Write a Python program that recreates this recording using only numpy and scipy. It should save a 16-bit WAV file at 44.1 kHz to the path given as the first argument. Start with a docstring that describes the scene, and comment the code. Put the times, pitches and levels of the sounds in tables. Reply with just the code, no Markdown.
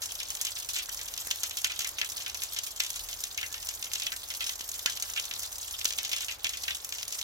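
"""A thin stream from a water tank's overflow pipe breaks into drops that splatter on a wet slab in a lawn.
Each drop slaps the water film and throws a short splash while fine spray patters around it. Some drops
trap bubbles and plop; the heaviest thud. A quick echo comes off a nearby hard surface, the ground or tank;
tank, legs and hedge add a short tail. Behind it: a soft hush of leaves, a distant engine, one faint bird."""
import sys
import numpy as np
from scipy import signal
from scipy.fft import rfft, irfft, next_fast_len
from scipy.io import wavfile
from scipy.ndimage import map_coordinates

SR = 44100
rng = np.random.default_rng(int(sys.argv[2]) if len(sys.argv) > 2 else 0)


def transcribe(signal):
    """Save signal, clipped to [-1, 1], as a 16-bit WAV file at the path in sys.argv[1]."""
    frames = np.atleast_2d(signal).T
    limited = np.clip(frames, -1, 1)
    pcm = np.round(limited * 32767).astype(np.int16)
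    wavfile.write(sys.argv[1], SR, pcm)


N = 318843
TIME = np.arange(N) / SR
TOP_HZ = 16000

# The spray's swells and dips. Each row: time in seconds, relative level in dB.
SPRAY_LEVEL = [(0.0, -42), (2.86, -42), (3.34, -44), (3.89, -41.5), (4.15, -43.5), (5.05, -41.5),
               (5.34, -41.5), (6.12, -41.5), (6.3, -42.5), (6.42, -48.5), (6.67, -40.5), (6.97, -42.5),
               (7.09, -44), (7.23, -40)]
# The engine's drone. Each row: pitch of a partial in Hz, relative level in dB.
ENGINE_PARTIALS = [(42, -64), (63.5, -66.5), (78, -66.5), (102, -73.5)]
# Large drops on the slab. Each row: start in seconds, relative slap and splash levels in dB,
# nominal pitch in Hz.
LARGE_DROPS = [(0.0192, -31.5, -29.5, 6700), (0.0577, -31.5, -51, 6850), (0.1208, -29, -47, 7200),
               (0.2025, -28.5, -39, 4760), (0.3035, -29, -38, 7300), (0.3514, -28, -44, 7800),
               (0.4134, -22, -32, 7740), (0.4502, -24, -38, 7200), (0.4688, -26.5, -35.5, 5100),
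               (0.5701, -32.5, -46, 4000), (0.6007, -31, -56, 8400), (0.6474, -33.5, -44, 7440),
               (0.6899, -27.5, -31, 7400), (0.745, -30, -40, 6300), (0.7635, -26, -30.5, 5000),
               (0.7891, -30.5, -35.5, 4700), (0.893, -30.5, -44, 6600), (0.9917, -34, -44, 4400),
               (1.0832, -30.5, -43, 6600), (1.1392, -29.0, -50, 6300), (1.1772, -27, -42, 6300),
               (1.2718, -28, -53, 9100), (1.3115, -19, -32.5, 4800), (1.4338, -21, -31, 6950),
               (1.5105, -29.0, -43, 5000), (1.5711, -25, -31, 6750), (1.645, -16.5, -29, 5000),
               (1.6984, -33, -34, 4000), (1.7196, -28.5, -41, 4570), (1.7921, -23, -35, 6750),
               (1.8062, -26, -33, 5300), (1.8463, -26, -40, 5800), (1.9849, -27, -37, 3800),
               (2.0149, -19.5, -33, 3800), (2.1694, -29.5, -42.0, 8640), (2.2033, -36, -35, 4900),
               (2.2219, -33.5, -45, 6100), (2.2629, -27.5, -35.5, 4200), (2.3457, -28, -35.5, 6600),
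               (2.42, -28.5, -35, 4900), (2.4359, -24, -41, 7760), (2.5638, -30, -32.0, 5000),
               (2.5882, -23, -40, 6200), (2.6665, -32.5, -40, 5600), (2.8024, -17, -30.5, 4700),
               (2.8363, -27.5, -39, 6500), (2.8649, -29, -38, 7200), (2.9037, -25.5, -46.0, 7200),
               (2.9598, -29.5, -34.5, 7700), (2.9941, -32, -52, 7100), (3.0879, -32, -38.0, 5800),
               (3.1298, -29.5, -42.5, 5300), (3.2384, -23.5, -35.5, 6600), (3.3768, -25.5, -37, 5400),
               (3.4137, -29.0, -40, 4400), (3.43, -26.5, -45, 3080), (3.5422, -28.5, -39, 4770),
               (3.6888, -25, -33.5, 6600), (3.8266, -27, -41, 5500), (3.8442, -29.5, -40, 6230),
               (3.9166, -32, -51, 4200), (3.9348, -22.5, -36, 6500), (3.9558, -25.5, -36.5, 5300),
               (3.999, -26.5, -35, 6600), (4.0207, -27, -35, 5000), (4.0675, -22.0, -40.5, 4300),
               (4.12, -28.0, -45, 4360), (4.1638, -31.5, -50, 6000), (4.3034, -29.5, -34.5, 5170),
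               (4.3492, -32, -49, 5400), (4.4072, -26.5, -32, 4400), (4.4236, -31, -40, 4700),
               (4.4424, -28.5, -49, 5630), (4.4653, -29, -30, 6330), (4.4936, -24.5, -39, 5060),
               (4.6093, -29.5, -41.5, 5360), (4.6908, -28, -58, 8600), (4.7415, -32.0, -34.5, 7600),
               (4.8601, -17, -29, 4960), (4.898, -27.5, -36, 5470), (4.922, -31, -53, 6040),
               (4.9729, -28.5, -52, 5300), (5.0244, -24.5, -35, 6700), (5.1628, -28.5, -36, 3680),
               (5.1753, -27, -45, 3640), (5.1978, -25.5, -51, 6000), (5.2538, -29.5, -45, 7240),
               (5.3118, -27, -43.5, 3960), (5.4333, -29.5, -42, 6300), (5.7943, -30, -52, 7500),
               (5.8132, -29, -44, 4160), (5.8455, -23.5, -35, 7800), (5.8544, -16.5, -32.5, 5660),
               (5.9065, -26.5, -39.0, 4900), (5.9249, -29, -46, 6160), (5.9867, -21.5, -31.5, 4630),
               (6.0494, -25.5, -32, 5600), (6.0936, -29.0, -40, 5900), (6.1159, -28, -30.5, 4350),
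               (6.1317, -22.5, -35.0, 4400), (6.1645, -26.5, -34, 5470), (6.2073, -28, -32, 5760),
               (6.284, -28.5, -38, 4250), (6.3124, -29, -40, 4460), (6.4446, -20.5, -29.5, 4900),
               (6.468, -24, -41, 4350), (6.4929, -26.5, -36, 6840), (6.5348, -32, -35, 5100),
               (6.5722, -30, -37, 6800), (6.6373, -27.5, -43, 6160), (6.6816, -24, -34.5, 3580),
               (6.7074, -26.5, -41, 4080), (6.9242, -26.5, -40, 4830), (6.9846, -31, -38.5, 5170),
               (7.0299, -27, -53, 5270), (7.0807, -29, -38, 8200), (7.1243, -28, -35, 6600),
               (7.1897, -28.5, -39, 6270), (7.2135, -27, -48, 5200)]
# Drops plunging into standing water. Each row: start in seconds, relative level in dB, bubble pitch in Hz.
BUBBLE_PLOPS = [(0.7896, -24.5, 3330), (1.3109, -30, 2960), (1.6467, -25, 2700), (1.846, -25.5, 2130),
                (2.0147, -32, 2450), (2.2638, -33, 2600), (2.801, -27, 3260), (3.3767, -22.5, 2630),
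                (3.4291, -25, 2160), (4.066, -23, 3000), (4.1195, -27, 1900), (4.8594, -23, 1670),
                (5.1749, -19, 2980), (5.3127, -36, 2860), (6.131, -27, 2970), (6.2867, -26, 2700),
                (6.68, -26, 1890), (6.7067, -24, 2960)]
# The heaviest drops. Each row: start in seconds, relative peak level in dB.
HEAVY_DROPS = [(1.2712, -42), (4.608, -44), (4.859, -36), (5.8535, -38)]
# The bird's glide. Each row: time in seconds, pitch in Hz, level in dB.
BIRD_GLIDE = [(3.48, 1620, -75), (3.51, 1680, -53), (3.55, 1810, -55), (3.59, 1870, -59), (3.64, 1850, -74)]
# The tone colour of each layer. Each row: frequency in Hz, relative gain in dB.
PATTER_EQ = [(300, -22), (1200, 5.5), (2200, -5.5), (3200, 3.5), (4700, -2.5), (6200, -0.5), (7500, 2),
             (9000, -3), (11500, -16), (15000, -2)]
MIST_EQ = [(2000, -28), (6000, 1), (8800, -3.5), (11500, 2), (14000, 4), (16000, -4)]
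LEAVES_EQ = [(20, -10), (150, -10), (220, -2), (400, 1.5), (700, 5), (1100, 4), (1600, 1.5), (2500, -2),
             (6000, -11.5), (16000, -38)]
RUMBLE_EQ = [(15, -32), (30, -11), (50, -1.5), (66, -1), (85, -2.5), (120, -10), (160, -17), (400, -59)]
SPLAT_EQ = [(150, -22), (600, -0.5), (1500, 3.5), (3000, 5.5), (4700, -2.5), (6300, 3.5), (7500, 0.5),
            (8800, -6.5), (11500, 3.5), (15500, 3.5)]
# The colour of the phone's two microphone ports. Each row: frequency in Hz, left over right in dB.
PORT_BALANCE = [(300, 1.5), (1200, -2.5), (2000, 1), (3200, -1), (5000, 2), (6500, 3), (8200, -7),
                (9800, 3.5), (11200, -3.5), (14000, 2)]


def amp(db):
    return 10 ** (np.asarray(db) / 20)


def unit_rms(x):
    return x / np.sqrt(np.mean(x ** 2) + 1e-20)


def eq_db(points, hz):
    """An EQ curve read on a log frequency axis."""
    knots_hz, db = np.transpose(points)
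    return np.interp(np.log(hz + 1), np.log(knots_hz + 1), db)


def curves(rows):
    """One value per sample for each column after the time."""
    times, *columns = np.transpose(rows)
    return [np.interp(TIME, times, column) for column in columns]


def wobble(rate):
    """A smooth random curve, rate knots a second."""
    return map_coordinates(rng.standard_normal(int(N * rate / SR) + 4), [TIME * rate])


def filtered(x, response):
    """x through a frequency response."""
    size = next_fast_len(N + SR // 2)
    return irfft(rfft(x, size) * response(np.fft.rfftfreq(size, 1 / SR)), size)[..., :N]


def coloured(x, eq):
    """x through an EQ curve, at rms 1."""
    return unit_rms(filtered(x, lambda hz: amp(eq_db(eq, hz))))


def delayed(x, seconds):
    return map_coordinates(x, [np.arange(N) - seconds * SR])


def placed(times, sounds):
    """Each row of sounds mixed in at its start time."""
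    index = np.maximum(np.round(times * SR).astype(int), 0)[:, None] + np.arange(sounds.shape[1])
    return np.bincount(index.ravel(), sounds.ravel(), N)[:N]


def bell(hz, centre_hz, octaves):
    return np.exp(-.5 * (np.log2((hz + 1) / centre_hz) / octaves) ** 2)


def tight_pulses(spectra):
    """The snappiest (minimum-phase) pulse for each row of gains."""
    cepstrum = irfft(np.log(spectra + 1e-6))
    half = cepstrum.shape[-1] // 2
    cepstrum[:, 1:half] *= 2
    cepstrum[:, half + 1:] = 0
    return irfft(np.exp(rfft(cepstrum)))


def grains(times, hz, strength, cycles, glide, samples):
    """Tiny bubbles and droplet impacts: each swells, rings for a few cycles and rises in pitch."""
    turns = hz.reshape(-1, 1) * np.arange(samples) / SR
    age = turns / cycles
    phase = turns * (1 + glide * np.minimum(age, 10)) + rng.random((hz.size, 1))
    ring = age * np.exp(-age) * np.sin(2 * np.pi * phase)
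    ring /= np.linalg.norm(ring, axis=1, keepdims=True) + 1e-12
    return placed(times.ravel(), ring * strength.reshape(-1, 1))


def bursts(starts, db, hz, life_s, octaves, cycles, spread_db, count, samples):
    """A cluster of grains after each start, thinning out and scattered in pitch around hz."""
    shape = (len(starts), count)
    wait = -life_s * np.log(1 - (np.arange(count) + rng.random(shape)) / count)
    pitch = np.minimum(hz[:, None] * 2 ** (octaves * rng.standard_normal(shape)), TOP_HZ)
    strength = amp(spread_db * rng.standard_normal(shape)) * np.exp(-.5 * wait / life_s)
    strength *= (amp(db) * np.sqrt(life_s * SR / 2) / np.linalg.norm(strength, axis=1))[:, None]
    return grains(starts[:, None] + wait, pitch, strength, cycles, glide=0.0057, samples=samples)


def patter(centre_hz, octaves, spread_db, count):
    """Thrown droplets land again at random, each with its own pitch."""
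    pitch = np.minimum(centre_hz * 2 ** (octaves * rng.standard_normal(count)), TOP_HZ)
    strength = amp(spread_db * np.clip(rng.standard_normal(count), -2, 1.7))
    starts = rng.random(count) * N / SR
    return coloured(grains(starts, pitch, strength, cycles=0.77, glide=0.0058, samples=128), PATTER_EQ)


def mist(per_second, spread_db):
    """The finest droplets land as a bright fizz of uneven ticks."""
    hit = rng.random(N) < per_second / SR
    strength = amp(spread_db * np.clip(rng.standard_normal(N), -2, 2))
    return coloured(hit * strength * rng.choice([-1, 1], N), MIST_EQ)


def spray(patter_db, mist_db, clump_db):
    """The spray comes in clumps: its larger droplets patter, the finest fizz."""
    level = curves(SPRAY_LEVEL)[0] + clump_db * wobble(70)
    coarse = patter(centre_hz=5570, octaves=0.47, spread_db=9.0, count=4500) * amp(level + patter_db)
    fine = mist(per_second=1800, spread_db=9.0) * amp(level + mist_db + 2.65 * wobble(110))
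    return coarse + fine


def leaves(level_db):
    """Leaves hush all around: a wide, gently wavering bed."""
    noise = rng.standard_normal((2, N)) + 0.48 * rng.standard_normal(N)
    return coloured(noise, LEAVES_EQ) * amp(level_db + 0.74 * wobble(2.94))


def distant_engine(rumble_db, drone_gain_db):
    """Far away an engine drones unsteadily over a low, nearly mono rumble."""
    noise = rng.standard_normal(N) + 0.18 * rng.standard_normal((2, N))
    sound = coloured(noise, RUMBLE_EQ) * amp(rumble_db)
    for hz, db in ENGINE_PARTIALS:
        swell = amp(db + drone_gain_db + 3.8 * wobble(3.92))
        sound += swell * np.sin(2 * np.pi * hz * TIME + 1.36 * wobble(4))
    return sound


def small_drops(per_second, mean_db, spread_db, centre_hz, octaves):
    """Rows like LARGE_DROPS for small bright drops: unevenly timed, weaker when the spray thins."""
    count = int(per_second * N / SR)
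    chance = rng.random((count, 3))
    starts = (np.arange(count) + chance[:, 0]) / per_second
    weight, detune = np.sqrt(12) * (chance[:, 1:].T - .5)  # unit variance
    spray_times, spray_db = np.transpose(SPRAY_LEVEL)
    swell_db = np.interp(starts, spray_times, spray_db - spray_db.mean())
    slap_db = mean_db + spread_db * weight + 1.8 * swell_db
    splash_db = slap_db - 14
    return np.column_stack([starts, slap_db, splash_db, centre_hz * 2 ** (octaves * detune)])


def slaps(drops, octaves, skirt_db, energy_s, gain_db):
    """A drop hitting the water film is one sharp pulse: a broad hump of tone on a weak skirt."""
    starts, db, _, pitch = drops.T
    hz = np.fft.rfftfreq(512, 1 / SR)
    spectra = (bell(hz, 0.89 * pitch[:, None], octaves) + amp(skirt_db)) * amp(eq_db(SPLAT_EQ, hz))
    spectra /= np.sqrt(np.mean(spectra ** 2 * (hz < TOP_HZ), axis=1, keepdims=True))
    strength = amp(db + gain_db) * np.sqrt(energy_s * SR)  # as much energy as that level held for energy_s
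    return placed(starts, tight_pulses(spectra) * strength[:, None])


def splashes(drops, after_s, gain_db):
    """After each slap the film tears into a dying shower of droplets and tiny bursting bubbles."""
    starts, _, db, pitch = drops.T
    shower = bursts(starts + after_s, db + gain_db, 0.88 * pitch,
                    life_s=.021, octaves=0.53, cycles=0.75, spread_db=3, count=50, samples=128)
    return filtered(shower, lambda hz: amp(eq_db(SPLAT_EQ, hz)))


def direct_and_near_echo(x, lag_s, echo_s, wander_s, echo_left, echo_right):
    """Splatter reaches the right port first, then echoes off ground or tank; the landing spot wanders."""
    echo = delayed(x, echo_s + wander_s * wobble(25))
    echo = filtered(echo, lambda hz: 1 / (1 + (hz / 11000) ** 2))
    left = delayed(0.55 * x + echo_left * echo, lag_s + .000012 * wobble(30))
    right = 0.89 * x + echo_right * echo
    return np.array([left, right])


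def diffuse_tail(x, t60_s, wet_db, block=1024, samples=6144):
    """Tank wall, legs and hedge scatter a short tail, new for each port and block as the drops move."""
    blocks = np.pad(x, (0, -N % block)).reshape(-1, block)
    t = np.arange(samples) / SR
    envelope = amp(-60 * t / t60_s) * (1 - np.exp(-t / 0.0002))
    tails = rng.standard_normal((2, len(blocks), samples)) * envelope
    tails /= np.linalg.norm(tails, axis=2, keepdims=True)
    wet = signal.fftconvolve(blocks[None], tails, axes=2)
    starts = np.arange(len(blocks)) * block / SR
    return amp(wet_db) * np.array([placed(starts, port) for port in wet])


def plops(gain_db):
    """Drops plunging into standing water trap larger bubbles, which ring lower and longer."""
    starts, db, pitch = np.transpose(BUBBLE_PLOPS)
    return bursts(starts + 0.000986, db + gain_db, pitch,
                  life_s=.014, octaves=0.16, cycles=1.5, spread_db=1, count=30, samples=768)


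def thuds(centre_hz, octaves, gain_db):
    """The heaviest drops push on the ground with a short dull pulse."""
    starts, db = np.transpose(HEAVY_DROPS)
    hz = np.fft.rfftfreq(2048, 1 / SR)
    pulse = tight_pulses(bell(hz[None], centre_hz, octaves))
    return placed(starts, pulse / np.abs(pulse).max() * amp(db + gain_db)[:, None])


def bird():
    """One far, rising whistle on a pure tone."""
    hz, db = curves(BIRD_GLIDE)
    sounding = (TIME > BIRD_GLIDE[0][0]) & (TIME < BIRD_GLIDE[-1][0])
    return sounding * amp(db) * np.sin(2 * np.pi * np.cumsum(hz) / SR)


def scene():
    """Crisp splatter up close, the quiet garden behind it."""
    small = small_drops(per_second=17, mean_db=-34, spread_db=2.5, centre_hz=6980, octaves=0.19)
    drops = np.vstack([LARGE_DROPS, small])
    hits = slaps(drops, octaves=0.61, skirt_db=-16.5, energy_s=0.0014, gain_db=2.5)
    wash = splashes(drops, after_s=.002, gain_db=-2.5) + plops(gain_db=-8.5)
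    wash += spray(patter_db=-4.0, mist_db=-4.0, clump_db=3.0)
    water = direct_and_near_echo(hits + wash, lag_s=.00018, echo_s=.00282, wander_s=.00008,
                                 echo_left=0.87, echo_right=0.21)
    water += diffuse_tail(hits, t60_s=0.03, wet_db=-5.5) + diffuse_tail(wash, t60_s=0.087, wet_db=-3.5)
    water += thuds(centre_hz=453, octaves=2.04, gain_db=14.5)
    garden = leaves(level_db=-54.5) + distant_engine(rumble_db=-63.5, drone_gain_db=-2.0) + bird()
    return water + garden


def record(dry):
    """The two ports colour the sound differently; the phone keeps nothing above its band limit."""
    return filtered(dry, lambda hz: amp(np.outer([.5, -.5], eq_db(PORT_BALANCE, hz))) * (hz < TOP_HZ))


dry = scene()
out = record(dry)
transcribe(out)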